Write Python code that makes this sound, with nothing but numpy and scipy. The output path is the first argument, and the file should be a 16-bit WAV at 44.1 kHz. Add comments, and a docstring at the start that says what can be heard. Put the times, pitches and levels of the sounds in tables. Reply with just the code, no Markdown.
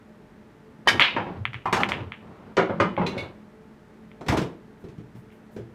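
"""A break shot on a pool table in a club room, over a low ventilation hum of coloured noise bands.
The cue cracks and rings (pulse, knocks and decaying modes) as rolling noise begins; the rack bursts in a
swarm of pulses, then balls click together and thump the cushions with filtered noise bursts and booms.
A potted ball knocks and rolls down the return channel inside the cabinet, rattles a rail and bounces in
the tray; the player's jacket rustles in swells of hiss and footsteps sound as soft, dull noise bursts."""
import sys
import numpy as np
from scipy import signal
from scipy.fft import rfft, irfft
from scipy.io import wavfile
from scipy.ndimage import uniform_filter1d, minimum_filter1d

SR = 44100
rng = np.random.default_rng(int(sys.argv[2]) if len(sys.argv) > 2 else 0)


def persist_wave(psi):
    """Save psi, clipped to +-1, as 16-bit WAV."""
    counts = np.round(np.clip(psi, -1, 1) * 32767).astype(np.int16)
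    wavfile.write(sys.argv[1], SR, np.atleast_2d(counts).T)


N = 253134
TIME = np.arange(N) / SR  # seconds through the scene
AFTER = np.arange(int(SR * .7)) / SR  # seconds after a blow

# Spectrum of the ventilation's rush of air, before levelling: [f/Hz, level/dB]
AIR_SPECTRUM = [(25, -19.5), (40, -3), (90, -4), (170, 2.5), (400, -4.5), (550, -10.5), (1900, -17.5),
                (2600, -25), (5000, -34), (15500, -46)]
# Fan tones of the ventilation, before a common trim: [f/Hz, rms level/dB]
FAN_TONES = [(215.3, -54), (436.0, -60.5), (608.3, -67.5), (872.1, -70.5)]
# Runs of rolling, from cloth through pocket and channel to tray:
# [start t/s, end of hold t/s, rumble level/dB, cabinet drone level/dB]
ROLL_RUNS = [(0.855, 0.96, -32.5, -51), (1.107, 1.37, -41, -45.5), (1.73, 1.854, -36.5, -34.5),
             (1.892, 2.013, -36.5, -49), (2.209, 2.512, -48.5, -53.5), (2.687, 2.927, -43.5, -32),
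             (2.983, 3.033, -35.5, -25.5), (3.092, 3.248, -37.5, -50), (4.292, 4.393, -27.5, -33.5)]
# Spectrum of the rolling rumble, before levelling: [f/Hz, level/dB]
ROLL_SPECTRUM = [(30, -20.5), (90, 1.5), (180, -1), (300, -3.5), (420, -4), (700, -9), (1100, -10.5),
                 (2200, -23.5), (4000, -33.5), (9000, -62)]
# Ringing modes of the cue shot, before a common trim and damping: [f/Hz, level/dB, undamped t60/s]
CUE_MODES = [(780, -13, .15), (1180, -13, .25), (1650, -7, 0.51), (1853, 1, 0.22), (2680, -19.5, 0.18),
             (3045, 0.5, 0.18), (3580, -11.5, .19), (3660, -14.5, .22), (4800, -11, .14),
             (5370, -17.5, .17)]
# Balls strike slate, cushions and pocket: [t/s, wood level/dB, hard clatter level/dB]
TABLE_KNOCKS = [(0.9500, -32, -63), (1.1635, -19.5, -87), (1.2655, -31, -82), (1.5320, -53, -50.5),
                (1.6560, -20.5, -43), (1.7265, -18, -21), (1.7660, -22.5, -33.5), (1.8020, -22, -34),
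                (1.8880, -29.5, -30.5)]
# Balls land on the slate or nudge a cushion, heard only as a boom: [t/s, level/dB]
TABLE_NUDGES = [(0.982, -30), (1.365, -33), (1.398, -26), (1.475, -32.5), (1.541, -32), (1.999, -28.5),
                (2.055, -34.5)]
# Basic spectrum of struck wood, before levelling: [f/Hz, level/dB]
WOOD_SPECTRUM = [(30, -21), (80, -17.5), (150, -1.5), (280, -0.5), (450, -2), (700, 1), (1200, 0),
                 (3000, 0.5), (16000, -32)]
# Basic spectrum of hard clatter, before levelling: [f/Hz, level/dB]
CLATTER_SPECTRUM = [(200, -22.5), (900, 6.5), (2000, 6), (3800, -1), (5500, -3.5), (8000, -12.5),
                    (16000, -28)]
# Resonances of the cushion rails: [f/Hz, width/Hz, lift above the rest/dB]
CUSHION_RESONANCES = [(354, 60, 9), (785, 30, 7), (920, 28, 3), (1000, 120, 8)]
# Ball on ball: [t/s, level/dB, room send/dB]
BALL_CLICKS = [(0.9968, 1.5, 5), (1.0067, -8.5, -12), (1.0223, -3, -14), (1.0226, -4.5, -14),
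               (1.0272, -11, -16), (1.4540, -7, -13), (1.5331, -23.5, 3.5), (1.5443, -18.5, -27),
               (1.8346, -2, -13.5), (1.9200, -7, -4), (2.1211, -18, -5), (2.967, -21.5, -10),
               (4.1160, -36, -10), (5.304, -46.5, 7)]
# Early echoes of the clicks from table, walls and ceiling: [delay t/s, level/dB]
EARLY_ECHOES = [(.0009, -3.5), (.0039, -13), (.0068, -17), (0.0091, -11), (0.0145, -19.5), (.0245, -19)]
# The potted ball knocks along the return channel: [t/s, wood level/dB, hard clatter level/dB]
RETURN_KNOCKS = [(2.5680, -22, -25), (2.5745, -14, -46.5), (2.5910, -15.5, -45), (2.6940, -22, -68),
                 (2.8000, -13.5, -28), (2.9760, -20, -72), (3.0140, -22.5, -79), (3.0635, -28.5, -34.5),
                 (3.1670, -27.5, -51)]
# Resonances of the hollow wooden cabinet: [f/Hz, width/Hz, lift above the rest/dB]
CABINET_RESONANCES = [(382, 78, 12), (471, 5.8, 5.5), (550, 23, 14.5), (1480, 150, 4)]
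# The ball meets a metal rail in the channel: [t/s, level/dB]
RAIL_STRIKES = [(3.0632, -29), (3.178, -30.5)]
# Resonances of that rail, before levelling: [f/Hz, width/Hz, level/dB]
RAIL_RESONANCES = [(2214, 115, 5), (2464, 84, 4), (2845, 170, -3), (3600, 430, -9), (4060, 250, -7.5)]
# The ball tips into the open tray and bounces: [t/s, wood level/dB, hard clatter level/dB]
TRAY_BOUNCES = [(4.2090, -34, -50), (4.2630, -33, -43), (4.2835, -22.5, -22.5), (4.3220, -19.5, -30),
                (4.3710, -24, -27.5), (4.4150, -27.5, -37.5)]
# Resonances of the tray: [f/Hz, width/Hz, lift above the rest/dB]
TRAY_RESONANCES = [(162, 48, 4), (504, 200, 2)]
# The jacket rustles as the player straightens up: [t/s, level at the crest of the swell/dB]
JACKET_RUSTLES = [(4.79, -73.5), (5.15, -68.5), (5.31, -72), (5.51, -68)]
# Footsteps on the floor: [t/s, thud level/dB, scuff level/dB]
FOOTSTEPS = [(4.840, -34, -57), (4.885, -41.5, -56), (4.980, -34, -58), (5.150, -38.5, -59.5),
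             (5.563, -30, -51), (5.592, -38, -62.5)]
# Spectrum of a sole on the floor, before its contact corner and levelling: [f/Hz, level/dB]
SOLE_SPECTRUM = [(30, -31.5), (120, 9.5), (260, -5.5), (370, 4), (600, -2.5), (4000, 10)]
# Reverberation of the room: [f/Hz, t60/s]
ROOM_DECAY = [(100, 0.63), (400, 0.46), (1500, 0.27), (3000, 0.35), (6000, 0.26), (14000, 0.29)]

# a harder click has a shorter contact and a higher pitch; balls still packed in the rack sound higher again
CLICK_HZ, CLICK_HZ_PER_DB, PACKED_HZ = 2116, 1, 2740
RACK_START_S, RACK_SPREAD_S = 1.0, .055
ROLL_RISE_S, ROLL_FADE_DB_PER_S = 0.019, 170.5
DRONE_HZ, DRONE_HALF_WIDTH_HZ = 191, 22
EDGE_HZ = 15600  # upper band limit


def gain_of(db):
    """Turns decibels into amplitude."""
    return 10 ** (np.asarray(db) / 20)


def evened(x):
    """Scales a signal to rms 1."""
    return x / np.sqrt(np.mean(x ** 2) + 1e-20)


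def read(points, hz):
    """Reads a table on a log-frequency axis."""
    f, value = np.transpose(points)
    return np.interp(np.log(hz + 1), np.log(f + 1), value)


def add(mix, s, sound):
    """Mixes a sound in at time s."""
    part = mix[round(s * SR):][:len(sound)]
    part += sound[:len(part)]


def noise(colour, size):
    """Makes noise of rms 1 with the dB spectrum colour(hz)."""
    hz = np.fft.rfftfreq(size, 1 / SR)
    spectrum = rfft(rng.standard_normal(size)) * gain_of(colour(hz))
    return evened(irfft(spectrum, size))


def contact_db(hz, hard_hz, steepness=5):
    """A soft contact lasts longer and excites little above its corner."""
    return -10 * np.log10(1 + (hz / hard_hz) ** steepness)


def swelling(swell):
    """An envelope that peaks at 1 after swell seconds, then fades."""
    u = AFTER / swell
    return u * np.exp(1 - u)


def burst(colour, t60, rise, uneven_db=5.0):
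    """Many close modes struck together swell and die; each point of impact favours other ones."""
    def struck(hz):
        favour = evened(uniform_filter1d(rng.standard_normal(len(hz)), size=110))
        return colour(hz) + uneven_db * favour
    shape = gain_of(-60 * AFTER / t60) * (1 - np.exp(-AFTER / rise))
    # a longer decay carries more energy
    return evened(noise(struck, len(AFTER)) * shape) * np.sqrt(np.mean(shape ** 2))


def ring(modes, damping, rise):
    """A few separate modes die away; damping divides their decay times."""
    tone = np.zeros(len(AFTER))
    for hz, db, t60 in modes:
        decay = gain_of(db - 60 * damping * AFTER / t60)
        tone += decay * np.sin(2 * np.pi * (hz * AFTER + rng.random()))
    return tone * (1 - np.exp(-AFTER / rise))


def pulse(s, hz, cycles, softness=6):
    """A ball jolted at time s pushes and pulls the air; softer means less treble: (start, sound)."""
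    t = AFTER[:len(AFTER) // 80] - .004  # begins 4 ms before the jolt
    envelope = 1 / np.cosh(t * hz / cycles / np.sqrt(softness)) ** softness
    return s + t[0], np.sin(2 * np.pi * hz * t) * envelope


def knock(body, wood_db, clatter_db, hard_hz, t60, rise, cover=lambda hz: 0):
    """A blow shakes a body, up to the corner of its contact, and sets off a bright clatter."""
    wood = burst(lambda f: body(f) + contact_db(f, hard_hz, steepness=5.23), t60, rise, uneven_db=3.5)
    clatter = burst(lambda f: read(CLATTER_SPECTRUM, f) + cover(f), 0.66 * t60, rise=.0006, uneven_db=2.5)
    return gain_of(wood_db) * wood + gain_of(clatter_db) * clatter


def blows(rows, body, hard_hz, octave_db, t60, rise, cover=lambda hz: 0):
    """Knocks on one body: the strongest reaches hard_hz; each octave_db weaker is an octave duller."""
    out = np.zeros(N)
    strongest_db = max(row[1] for row in rows)
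    for s, db, clatter_db in rows:
        corner_hz = hard_hz * 2 ** ((db - strongest_db) / octave_db)
        add(out, s, knock(body, db, clatter_db, corner_hz, t60, rise, cover))
    return out


def booms(rows, hz, swell, detune=0.072, count=5):
    """After each blow a cluster of low panel modes swells, beats and fades."""
    out = np.zeros(N)
    weights = signal.windows.hann(count + 2)[1:-1]
    for s, db, *_ in rows:
        offsets = np.linspace(-1, 1, count) + rng.uniform(-0.84, 1.0, count)
        modes_hz = hz * (1 + detune * offsets)
        modes = np.sin(2 * np.pi * np.outer(modes_hz, AFTER - swell))
        tone = weights @ modes / weights.sum()
        add(out, s, gain_of(db) * swelling(swell) * tone)
    return out


def body_db(resonances, hz):
    """A wooden body is the basic wood spectrum lifted at its resonances."""
    lift = sum(db / (1 + (2 * (hz - f) / width) ** 2) for f, width, db in resonances)
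    return read(WOOD_SPECTRUM, hz) + lift


def table_db(hz):
    """The body of the table resonates in its cushion rails."""
    return body_db(CUSHION_RESONANCES, hz)


def cabinet_db(hz):
    """The body of the cabinet resonates as a hollow box."""
    return body_db(CABINET_RESONANCES, hz)


def ventilation(rush_db=-51.5, hum_trim_db=-1, waver_hz=5):
    """A soft rush of air with fan tones, each a narrow noise band and so wavering."""
    tones = np.zeros(N)
    for hz, db in FAN_TONES:
        band = noise(lambda f: contact_db(abs(f - hz), waver_hz, steepness=3.0), N)
        tones += gain_of(db) * band
    rush = noise(lambda f: read(AIR_SPECTRUM, f), N)
    return gain_of(rush_db) * rush + gain_of(hum_trim_db) * tones


def rolling(bumps_db=0.5):
    """Each run swells, holds and fades: a rumble and the drone of the cabinet, made uneven by small bumps."""
    rumble_level, drone_level = np.zeros((2, N))
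    for start, end, rumble_db, drone_db in ROLL_RUNS:
        rise = np.clip((TIME - start) / ROLL_RISE_S, 0, 1)
        run = rise * gain_of(-ROLL_FADE_DB_PER_S * np.maximum(TIME - end, 0))
        rumble_level = np.maximum(rumble_level, gain_of(rumble_db) * run)
        drone_level = np.maximum(drone_level, gain_of(drone_db) * run)
    bumps = gain_of(bumps_db * noise(lambda f: contact_db(f, hard_hz=23), N))
    drone = noise(lambda f: contact_db(abs(f - DRONE_HZ), DRONE_HALF_WIDTH_HZ, steepness=4), N)
    rumble = noise(lambda f: read(ROLL_SPECTRUM, f), N)
    return bumps * (rumble_level * rumble + drone_level * drone)


def cue(tip_db=-4, tip_hz=950, ring_db=-11.0):
    """The tip punches the ball into the slate; the shaft rattles and rings on."""
    out = np.zeros(N)
    start, punch = pulse(.8742, tip_hz, cycles=0.52)
    add(out, start, gain_of(tip_db) * punch)
    add(out, .8735, knock(table_db, wood_db=-17.5, clatter_db=-18.0, hard_hz=1710, t60=0.067, rise=.0007))
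    add(out, .8840, knock(table_db, wood_db=-25, clatter_db=-13.5, hard_hz=2500, t60=.17, rise=.0007))
    add(out, .876, gain_of(ring_db) * ring(CUE_MODES, damping=2.0, rise=0.0018))
    return out


def table(boom_db=-17):
    """Balls knock slate, cushions and pocket; the first click also jolts the slate: (knocks, boom)."""
    knocks = blows(TABLE_KNOCKS, table_db, hard_hz=1580, octave_db=21, t60=.23, rise=.0007)
    jolt = knock(table_db, wood_db=-22.5, clatter_db=-28.5, hard_hz=1500, t60=.26, rise=.0007)
    add(knocks, BALL_CLICKS[0][0], jolt)
    knock_boom = gain_of(boom_db) * booms(TABLE_KNOCKS, hz=100.6, swell=0.029)
    nudge_boom = booms(TABLE_NUDGES, hz=110, swell=0.02, detune=.2)
    return knocks, knock_boom + nudge_boom


def balls(chip_db=-37, chip_growth=1.7):
    """Each collision is one short pulse; hard ones gain a bright edge: (sound with echoes, feed to the room)."""
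    direct, feed = np.zeros((2, N))
    for s, db, send_db in BALL_CLICKS:
        packed = 0 < s - RACK_START_S < RACK_SPREAD_S
        hz = PACKED_HZ if packed else CLICK_HZ + CLICK_HZ_PER_DB * db
        start, click = pulse(s, hz, cycles=0.37)
        chip = burst(lambda f: read(CLATTER_SPECTRUM, f) / 2, t60=.012, rise=0.00022)
        # the bright chip grows faster than the click itself
        chip_gain = gain_of(chip_db + chip_growth * db)
        for at, sound in (start, gain_of(db) * click), (s, chip_gain * chip):
            add(direct, at, sound)
            add(feed, at, gain_of(send_db) * sound)
    out = direct.copy()
    for delay, db in EARLY_ECHOES:
        add(out, delay, gain_of(db) * direct)
    return out, feed


def rack(db=-18.5, hz=2500, fade_db=6, count=36):
    """The blow runs through the packed balls as a fading swarm of hard little collisions."""
    out = np.zeros(N)
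    for k, (late, size, tone) in enumerate(rng.random((count, 3))):
        age = (k + late) / count  # 0 to 1 through the burst
        s = RACK_START_S + RACK_SPREAD_S * age
        at, click = pulse(s, hz * (1 + 0.49 * (tone - .5)), cycles=0.35, softness=0.99)
        level_db = db - fade_db * age + 3.8 * (size - 1.0)
        add(out, at, gain_of(level_db) * click)
    return out


def channel(boom_db=-11, muffle_hz=6500):
    """The ball knocks inside the cabinet, whose walls dull the clatter: (knocks, boom)."""
    knocks = blows(RETURN_KNOCKS, cabinet_db, hard_hz=1480, octave_db=11.5, t60=0.21, rise=0.0012,
                   cover=lambda f: contact_db(f, muffle_hz, steepness=6.5))
    # the panels boom only once the ball is well inside
    boom = gain_of(boom_db) * booms(RETURN_KNOCKS[3:], hz=104, swell=0.016)
    return knocks + rail(), boom


def rail(t60=0.2, gap_db=-17):
    """The metal rail rattles in a few broad resonances, with quieter clatter between them."""
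    def colour(f):
        peaks = sum(gain_of(db) / (1 + (2 * (f - hz) / width) ** 2) for hz, width, db in RAIL_RESONANCES)
        return 20 * np.log10(peaks + gain_of(gap_db + read(CLATTER_SPECTRUM, f)))
    out = np.zeros(N)
    for s, db in RAIL_STRIKES:
        add(out, s, gain_of(db) * burst(colour, t60, rise=0.0015))
    return out


def tray(boom_db=-4, landing_db=-16):
    """The ball lands heavily in the open tray, which booms as it bounces: (knocks, boom)."""
    knocks = blows(TRAY_BOUNCES, lambda f: body_db(TRAY_RESONANCES, f),
                   hard_hz=630, octave_db=34, t60=0.22, rise=0.0023)
    landing = booms([(4.286, landing_db)], hz=119.3, swell=.015, detune=.45)
    bounces = gain_of(boom_db) * booms(TRAY_BOUNCES[1:], hz=135, swell=0.0181)
    return knocks, landing + bounces


def jacket(swell=0.024, low_hz=5500):
    """Each rustle of cloth is a faint high hiss that swells and fades."""
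    out = np.zeros(N)
    for s, db in JACKET_RUSTLES:
        # swapping corner and frequency turns the treble cut into a bass cut
        hiss = noise(lambda f: contact_db(low_hz, f + 1, steepness=3), len(AFTER))
        add(out, s, gain_of(db) * swelling(swell) * hiss)
    return out


def footsteps():
    """A soft sole thuds on the floor with a faint bright scuff."""
    return blows(FOOTSTEPS, lambda f: read(SOLE_SPECTRUM, f), hard_hz=368, octave_db=17, t60=.22, rise=0.0033)


def room(x, gap=0.0066, build=0.0033):
    """Scattered reflections build up after a gap, each band dying at its own speed."""
    size = len(AFTER)
    present = rng.standard_normal(size) * (rng.random(size) < 3000 / SR)  # about 3000 reflections a second
    taps = present * np.clip((AFTER - gap) / build, 0, 1)
    hz, t, bands = signal.stft(taps, SR, nperseg=256)
    decay = gain_of(-60 * t / read(ROOM_DECAY, hz)[:, None])
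    tail = signal.istft(bands * decay, SR, nperseg=256)[1]
    return signal.fftconvolve(x, tail / np.linalg.norm(tail))[:N]


def scene(cue_room_db=-9, table_room_db=-9, rack_room_db=10):
    """Mixes all sources with the echo of the room; booms, rolling, jacket and air stay out of the echo."""
    clicks, click_feed = balls()
    shot, swarm = cue(), rack()
    knocks, boom = np.sum([table(), channel(), tray()], axis=0)
    thuds = knocks + footsteps()
    feed = click_feed + gain_of(rack_room_db) * swarm
    feed = feed + gain_of(cue_room_db) * shot + gain_of(table_room_db) * thuds
    struck = shot + swarm + clicks + thuds + boom
    return (struck + rolling() + jacket() + ventilation() + room(feed))[None]


def record(dry):
    """A quick limiter holds peaks at full scale; then a low-pass sets the band limit."""
    needed = 1 / np.maximum(abs(dry), 1)
    gain = uniform_filter1d(minimum_filter1d(needed, size=89), size=89)  # about 2 ms
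    low_pass = signal.firwin(511, EDGE_HZ, window=("kaiser", 9), fs=SR)
    return signal.oaconvolve(dry * gain, low_pass[None], "same")


dry = scene()
out = record(dry)
persist_wave(out)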